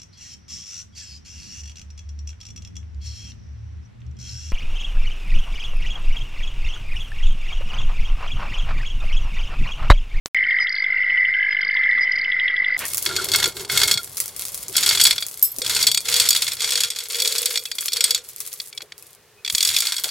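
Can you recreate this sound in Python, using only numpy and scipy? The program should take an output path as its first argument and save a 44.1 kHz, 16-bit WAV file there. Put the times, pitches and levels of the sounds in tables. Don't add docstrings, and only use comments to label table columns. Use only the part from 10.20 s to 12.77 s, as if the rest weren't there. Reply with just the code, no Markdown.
import sys
import numpy as np
from scipy import signal
from scipy.fft import rfft, irfft, next_fast_len
from scipy.io import wavfile
from scipy.ndimage import uniform_filter1d, map_coordinates

SR = 44100
rng = np.random.default_rng(int(sys.argv[2]) if len(sys.argv) > 2 else 0)


def to_wav(s):
    ch = np.atleast_2d(s).T
    pcm = np.round(np.clip(ch, -1, 1) * 32767)
    wavfile.write(sys.argv[1], SR, pcm.astype(np.int16))


N = 113337
TIME_S = np.arange(N) / SR

BEAT_S = .02
PULSE_RISE_S, PULSE_T60_S, PULSE_FALL_HZ_PER_S = .005, .022, 9000
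PULSE_SCATTER_S, PULSE_SCATTER_DB, PULSE_SCATTER_HZ = .0004, 1.2, 20
WHISTLE_FALL_HZ_PER_S = 7500


def amp(db):
    return 10 ** (np.asarray(db) / 20)


def unit(x):
    return x / np.sqrt(np.mean(x ** 2) + 1e-20)


def level_curve(table):
    return amp(np.interp(TIME_S, *np.transpose(table)))


def wobble(rate):
    points = rng.standard_normal(int(N * rate / SR) + 4)
    return map_coordinates(points, [np.arange(N) * rate / SR])


def filtered(x, response):
    size = next_fast_len(N + SR // 4)
    hz = np.fft.rfftfreq(size, 1 / SR)
    return irfft(rfft(x, size) * response(hz), size)[..., :N]


def notes(s, db, hz, envelope, fall_hz_per_s):
    t = np.arange(SR // 20) / SR
    s, db, hz = [np.asarray(v, float)[:, None] for v in (s, db, hz)]
    cycles = hz * t - fall_hz_per_s * t * t / 2 + rng.random(s.shape)
    wave = amp(db) * envelope(t) * np.sin(2 * np.pi * cycles)
    where = np.clip(np.round(s * SR).astype(int) + np.arange(len(t)), 0, N)
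    return np.bincount(where.ravel(), wave.ravel(), N + 1)[:N]


def swell(rise_s, t60_s):
    def envelope(t):
        rise = np.sin(np.pi / 2 * t / rise_s) ** 3
        fall = 1 / np.cosh(np.log(1000) * np.abs(t - rise_s) / t60_s)
        return np.where(t < rise_s, rise, fall)
    return envelope


def pulses(s, db, hz, fall_hz_per_s):
    r = rng.standard_normal((len(s), 3))
    start_hz = hz + PULSE_SCATTER_HZ * r[:, 0] + fall_hz_per_s * PULSE_RISE_S
    start_s = s - PULSE_RISE_S + PULSE_SCATTER_S * r[:, 1]
    level_db = db + PULSE_SCATTER_DB * r[:, 2]
    return notes(start_s, level_db, start_hz, swell(PULSE_RISE_S, PULSE_T60_S), fall_hz_per_s)


def trills(frogs, fall_hz_per_s):
    out = 0
    for frog in frogs:
        s, lag_ms, hz, db = np.transpose(frog)
        beats = (s - lag_ms / 1000) / BEAT_S
        whole_beats = np.arange(np.ceil(beats[0]), beats[-1])
        times = np.interp(whole_beats, beats, s)
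        out = out + pulses(times, np.interp(times, s, db), np.interp(times, s, hz), fall_hz_per_s)
    return out


def knocks(events, ratios, parts, fall_hz_per_s, rasp_db_per_hz=0):
    s, db, hz = np.transpose(events)
    rasp_db = rasp_db_per_hz * (hz - 3200)
    out = 0
    for ratio, (delay_s, part_db, rise_s, t60_s, spread_hz) in zip(ratios, parts):
        is_outer = abs(ratio - 1) > .1
        level_db = db + part_db + rasp_db * is_outer + rng.normal(0, 1.2, len(s))
        pitch_hz = hz * ratio + spread_hz * rng.standard_normal(len(s))
        out = out + notes(s + delay_s, level_db, pitch_hz, swell(rise_s, t60_s), fall_hz_per_s)
    return out


def scattered(per_s, hz, spread_hz, db, spread_db, count=120):
    r = rng.standard_normal((count, 3))
    s = (np.arange(count) + .3 * r[:, 0]) / per_s
    return np.transpose([s, db + spread_db * r[:, 1], hz + spread_hz * r[:, 2]])


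POP_S, POP_HZ, POP_LENGTH_S = .05945, 5520, .000305
POP_THUMP_DB, POP_RING_DB = (-15.5, -13), (-5, -15)
RATTLE_DB, RATTLE_T60_S, RATTLE_S = -32, .06, .023


def pop():
    t = np.clip(TIME_S - POP_S, 0, 1)
    window = np.sqrt(np.abs(np.sin(np.pi * np.clip(t / POP_LENGTH_S, 0, 1)))) * (t < POP_LENGTH_S)
    ring = -np.cos(2 * np.pi * POP_HZ * (t - POP_LENGTH_S * .62))
    burst = amp(POP_THUMP_DB)[:, None] + amp(POP_RING_DB)[:, None] * ring
    fading = amp(RATTLE_DB - 60 * t / RATTLE_T60_S) * (t > 0) * (t < RATTLE_S)
    return window * burst + fading * rng.standard_normal(N)


# t/s, lag behind the steady beat/ms, f/Hz, level/dB
MAIN_TRILLS = [
    [(.14, 9.74, 2123, -13), (.3, 9.46, 2113, -10.5), (.45, 6.57, 2092, -14.5), (.55, 4.78, 2104, -17.5),
     (.66, 5.07, 2098, -11.5), (.85, 5.8, 2095, -13), (1.0, 7.48, 2090, -13), (1.2, 8.94, 2086, -10.5),
     (1.33, 9.84, 2087, -12.5), (1.45, 10.93, 2087, -13), (1.7, 13, 2078, -11.5), (1.9, 16.7, 2077, -14.5),
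     (2.05, 20.4, 2094, -12.5), (2.13, 23.6, 2050, -12.5), (2.22, 34, 2082, -15.5), (2.27, 39.3, 2060, -16)],
    [(.14, 3, 1910, -17), (.25, 13.1, 1815, -23.5), (.33, 22.6, 1848, -17.5), (.42, 34.3, 1865, -29),
     (.52, 43, 1843, -24)],
    [(.14, 0.5, 2019, -16), (.3, 1, 1966, -18.5), (.5, 2, 1962, -17.5)],
    [(.68, 16.4, 2020, -29), (.88, 18, 2027, -15.5), (1.0, 19.8, 2040, -12), (1.2, 21, 2040, -22.5),
     (1.3, 22.3, 1950, -21.5)],
    [(1.5, -0.5, 2030, -24), (1.62, 3.5, 2030, -18), (1.72, 2.5, 2020, -17), (1.92, 1.5, 1992, -27),
     (2.0, 2.5, 1977, -17.5)],
    [(2.2, -1, 2040, -18), (2.35, 1, 2040, -14.5), (2.45, 5, 2030, -12.5), (2.58, 7.5, 2030, -11.5)],
]


def main_trills():
    return trills(MAIN_TRILLS, PULSE_FALL_HZ_PER_S)


# t/s, level/dB
FAR_TRILL_LEVEL = [(.14, -23), (.45, -27), (.55, -37), (.75, -27.5), (1.0, -22), (1.35, -35), (1.7, -18.5),
                   (2.0, -26), (2.3, -23), (2.57, -31.5)]


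def far_trills(count=8):
    out = 0
    for rate, phase, pitch in rng.random((count, 3)):
        per_s = 45 + 8 * rate
        times = (np.arange(140) + phase) / per_s
        hz = 2050 + 120 * (2 * pitch - 1)
        train = pulses(times, 0 * times, hz + 0 * times, PULSE_FALL_HZ_PER_S)
        swells = amp(3.5 * wobble(3))
        out = out + swells * train
    return unit(out) * level_curve(FAR_TRILL_LEVEL)


def far_low():
    s, db, hz = np.transpose(scattered(per_s=170, hz=1680, spread_hz=140, db=-36, spread_db=3, count=500))
    return pulses(s, db, hz, PULSE_FALL_HZ_PER_S)


# f/Hz, level per Hz/dB
NIGHT_COLOUR = [(20, -32), (60, -34), (870, -37.5), (1350, -31.5), (1700, -25), (2050, -13), (2300, -22),
                (2500, -32), (3070, -30), (3900, -37), (4400, -36.5), (5100, -31.5), (5450, -43.5),
                (5900, -62.5), (6600, -85)]
# t/s, level/dB
NIGHT_LEVEL = [(.14, -37), (.4, -37), (.55, -39), (.75, -36), (1.3, -37), (1.7, -35), (2.1, -36),
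               (2.57, -33)]
PATCHY_DB = 3


def night():
    grid = signal.stft(rng.standard_normal(N), nperseg=256)[2]
    patches = uniform_filter1d(rng.standard_normal(grid.shape), 3, 0)
    patches = uniform_filter1d(patches, 5, 1)
    noise = signal.istft(grid * amp(PATCHY_DB * unit(patches)), nperseg=256)[1][:N]
    f, db = np.transpose(NIGHT_COLOUR)
    coloured = filtered(noise, lambda hz: amp(np.interp(np.log(hz + 1), np.log(f), db)))
    return level_curve(NIGHT_LEVEL) * unit(coloured)


# t/s, level/dB, f/Hz
NEAR_CLUCKS = [(0.1693, -23.5, 3030), (0.2361, -20, 3084), (0.308, -20.5, 3170), (0.3858, -20.5, 3180),
               (0.4699, -18.5, 3310), (0.5615, -27, 3380), (0.6417, -26, 3376), (0.7256, -35, 2800),
               (0.7731, -24.5, 2750), (0.832, -24.5, 2914), (0.899, -19, 2950), (0.9726, -21, 3000),
               (1.0513, -20, 3005), (1.1378, -19, 3050), (1.2, -27, 3010), (1.228, -22, 3020),
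               (1.2496, -28, 3040), (1.3072, -29, 2710), (1.3217, -22, 3110), (1.3671, -21.5, 3020),
               (1.4072, -27, 3200), (1.4302, -23, 3130), (1.497, -24.5, 3040), (1.5658, -20, 3350),
               (1.6357, -24, 3330), (1.7112, -27.5, 3520), (1.7801, -28.5, 3376), (1.871, -28, 3050),
               (1.922, -30.5, 3030), (1.9802, -26.5, 3080), (2.0462, -20.5, 2990), (2.1174, -19.5, 3347),
               (2.1961, -15.5, 3270), (2.2795, -15, 3287), (2.309, -33, 3287), (2.364, -20, 3346),
               (2.4447, -18.5, 3374)]
CLUCK_RATIOS = [1.015, .91, 1.13, .82, 1.25, 1.0]
# delay t/s, level/dB, rise t/s, 60 dB fall t/s, pitch scatter f/Hz
CLUCK_PARTS = [(0, -2.5, .0022, .022, 15), (.001, -9, .002, .018, 50), (0, -10, .0012, .013, 90),
               (0, -14, .0012, .013, 90), (0, -22, .0007, .007, 250), (.0105, -13, 0.0034, .018, 30)]


def clucks():
    far = scattered(per_s=22, hz=3050, spread_hz=200, db=-40, spread_db=3)
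    return sum(knocks(events, CLUCK_RATIOS, CLUCK_PARTS, fall_hz_per_s=8000, rasp_db_per_hz=.022)
               for events in (NEAR_CLUCKS, far))


# delay t/s, level/dB, rise t/s, 60 dB fall t/s, pitch scatter f/Hz
PEEP_PARTS = [(0, -.5, .004, .04, 20)]


def far_peeps():
    peeps = scattered(per_s=38, hz=5170, spread_hz=90, db=-44, spread_db=2.5)
    return knocks(peeps, [1], PEEP_PARTS, WHISTLE_FALL_HZ_PER_S)


# t/s, level/dB, f/Hz
TICKS = [(0.2666, -33, 4850), (0.3002, -33.5, 4790), (0.3303, -36.5, 4670), (0.3572, -33.5, 4800),
         (0.493, -16.5, 4690), (0.5157, -29.5, 5230), (0.5257, -16.5, 4870), (0.5522, -19.5, 4530),
         (0.564, -27.5, 4770), (0.5764, -23, 4550), (0.5812, -22.5, 4810), (0.5954, -23, 4650),
         (0.601, -23.5, 4570), (0.6088, -35, 4960), (0.622, -24.5, 4700), (0.6377, -30, 4960),
         (0.7534, -37.5, 4970), (0.7781, -40, 4830), (1.0033, -39.5, 4710), (1.4138, -19, 4820),
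         (1.4485, -22.5, 4750), (1.4794, -22.5, 4790), (1.5127, -25.5, 4690), (1.5438, -26.5, 4730),
         (1.5915, -35.5, 4630), (1.919, -15.5, 4930), (1.956, -23, 4920), (1.9614, -21, 4760),
         (1.9847, -25, 4900), (1.9889, -22, 4840), (2.0135, -20, 4520), (2.0423, -28, 4960),
         (2.1026, -34.5, 5000), (2.4798, -32, 4840), (2.5132, -32.5, 4780), (2.5404, -28.5, 4720)]
TICK_RATIOS = [1.01, .94, 1.06, 1.25]
# delay t/s, level/dB, rise t/s, 60 dB fall t/s, pitch scatter f/Hz
TICK_PARTS = [(0, -.5, .001, .015, 15), (0, -9, .001, .01, 50), (.003, -10, 0.0018, .012, 50),
              (0, -26, .0004, .004, 200)]


def ticks():
    return knocks(TICKS, TICK_RATIOS, TICK_PARTS, fall_hz_per_s=13000)


# start t/s, length t/s, start f/Hz, level/dB
WHISTLES = [(.399, 0.037, 5090, -24), (.419, 0.026, 5085, -29), (.42, 0.031, 5460, -35.5),
            (1.308, 0.031, 5135, -30), (1.807, .035, 5070, -25.5), (1.823, 0.031, 5430, -33)]


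def whistles():
    s, length_s, hz, db = np.transpose(WHISTLES)

    def edges(t):
        nearest_end_s = np.minimum(t, length_s[:, None] - t)
        return np.clip(nearest_end_s / .0025, 0, 1) ** 2
    return notes(s, db, hz, edges, WHISTLE_FALL_HZ_PER_S)


# t/s (half a rise before the peak), level/dB, f/Hz
LONE_PULSES = [(1.0852, -24.5, 1605), (1.4162, -26, 1550), (1.4688, -23, 1640)]


def lone_pulses():
    s, db, hz = np.transpose(LONE_PULSES)
    return pulses(s + PULSE_RISE_S / 2, db, hz, fall_hz_per_s=0)


# t/s, lag behind the steady beat/ms, f/Hz, level/dB
LOW_TRILLS = [
    [(1.15, 15, 1630, -19), (1.22, 20, 1675, -19.5), (1.31, 28, 1700, -22), (1.405, 37, 1767, -24)],
    [(1.49, 17, 1763, -25), (1.59, 27, 1770, -22), (1.68, 42, 1720, -22), (1.765, 57, 1748, -22)],
]


def low_trills():
    return trills(LOW_TRILLS, fall_hz_per_s=0)


POND_T60_S, POND_DB = .22, -18


def pond(x):
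    t = np.arange(SR // 4) / SR
    tail = rng.standard_normal(len(t)) * amp(-60 * t / POND_T60_S) * (t > .003)
    echoes = signal.fftconvolve(x, tail / np.linalg.norm(tail))[:N]
    return x + amp(POND_DB) * echoes


def scene():
    callers = main_trills() + clucks() + far_peeps() + ticks() + whistles() + lone_pulses() + low_trills()
    mono = pond(callers) + far_trills() + far_low() + night()
    return np.array([mono, mono])


LIMIT, LIMIT_KNEE = .42, 4
BAND_HZ, BAND_ORDER, TOP_HZ = 5720, 8, 16844
HISS_DB, OFFSET = -87, .0053
CUT_IN_S, CUT_IN_CLICK_DB = .1468, -16


def record(dry):
    size = np.abs(signal.hilbert(dry, next_fast_len(N)))[:, :N]
    limited = dry / (1 + (size / LIMIT) ** LIMIT_KNEE) ** (1 / LIMIT_KNEE)
    narrow = filtered(limited, lambda hz: 1 / (1 + (hz / BAND_HZ) ** BAND_ORDER)) + OFFSET
    narrow = narrow + amp(HISS_DB) * rng.standard_normal(N)
    since = np.arange(N) - round(CUT_IN_S * SR)
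    narrow = narrow * (since >= 0) + amp(CUT_IN_CLICK_DB) * (since == 0)
    late = np.array([np.pad(narrow[0], (1, 0))[:N], narrow[1]])
    return filtered(late + pop(), lambda hz: np.clip((TOP_HZ - hz) / 600, 0, 1))


dry = scene()
out = record(dry)
to_wav(out)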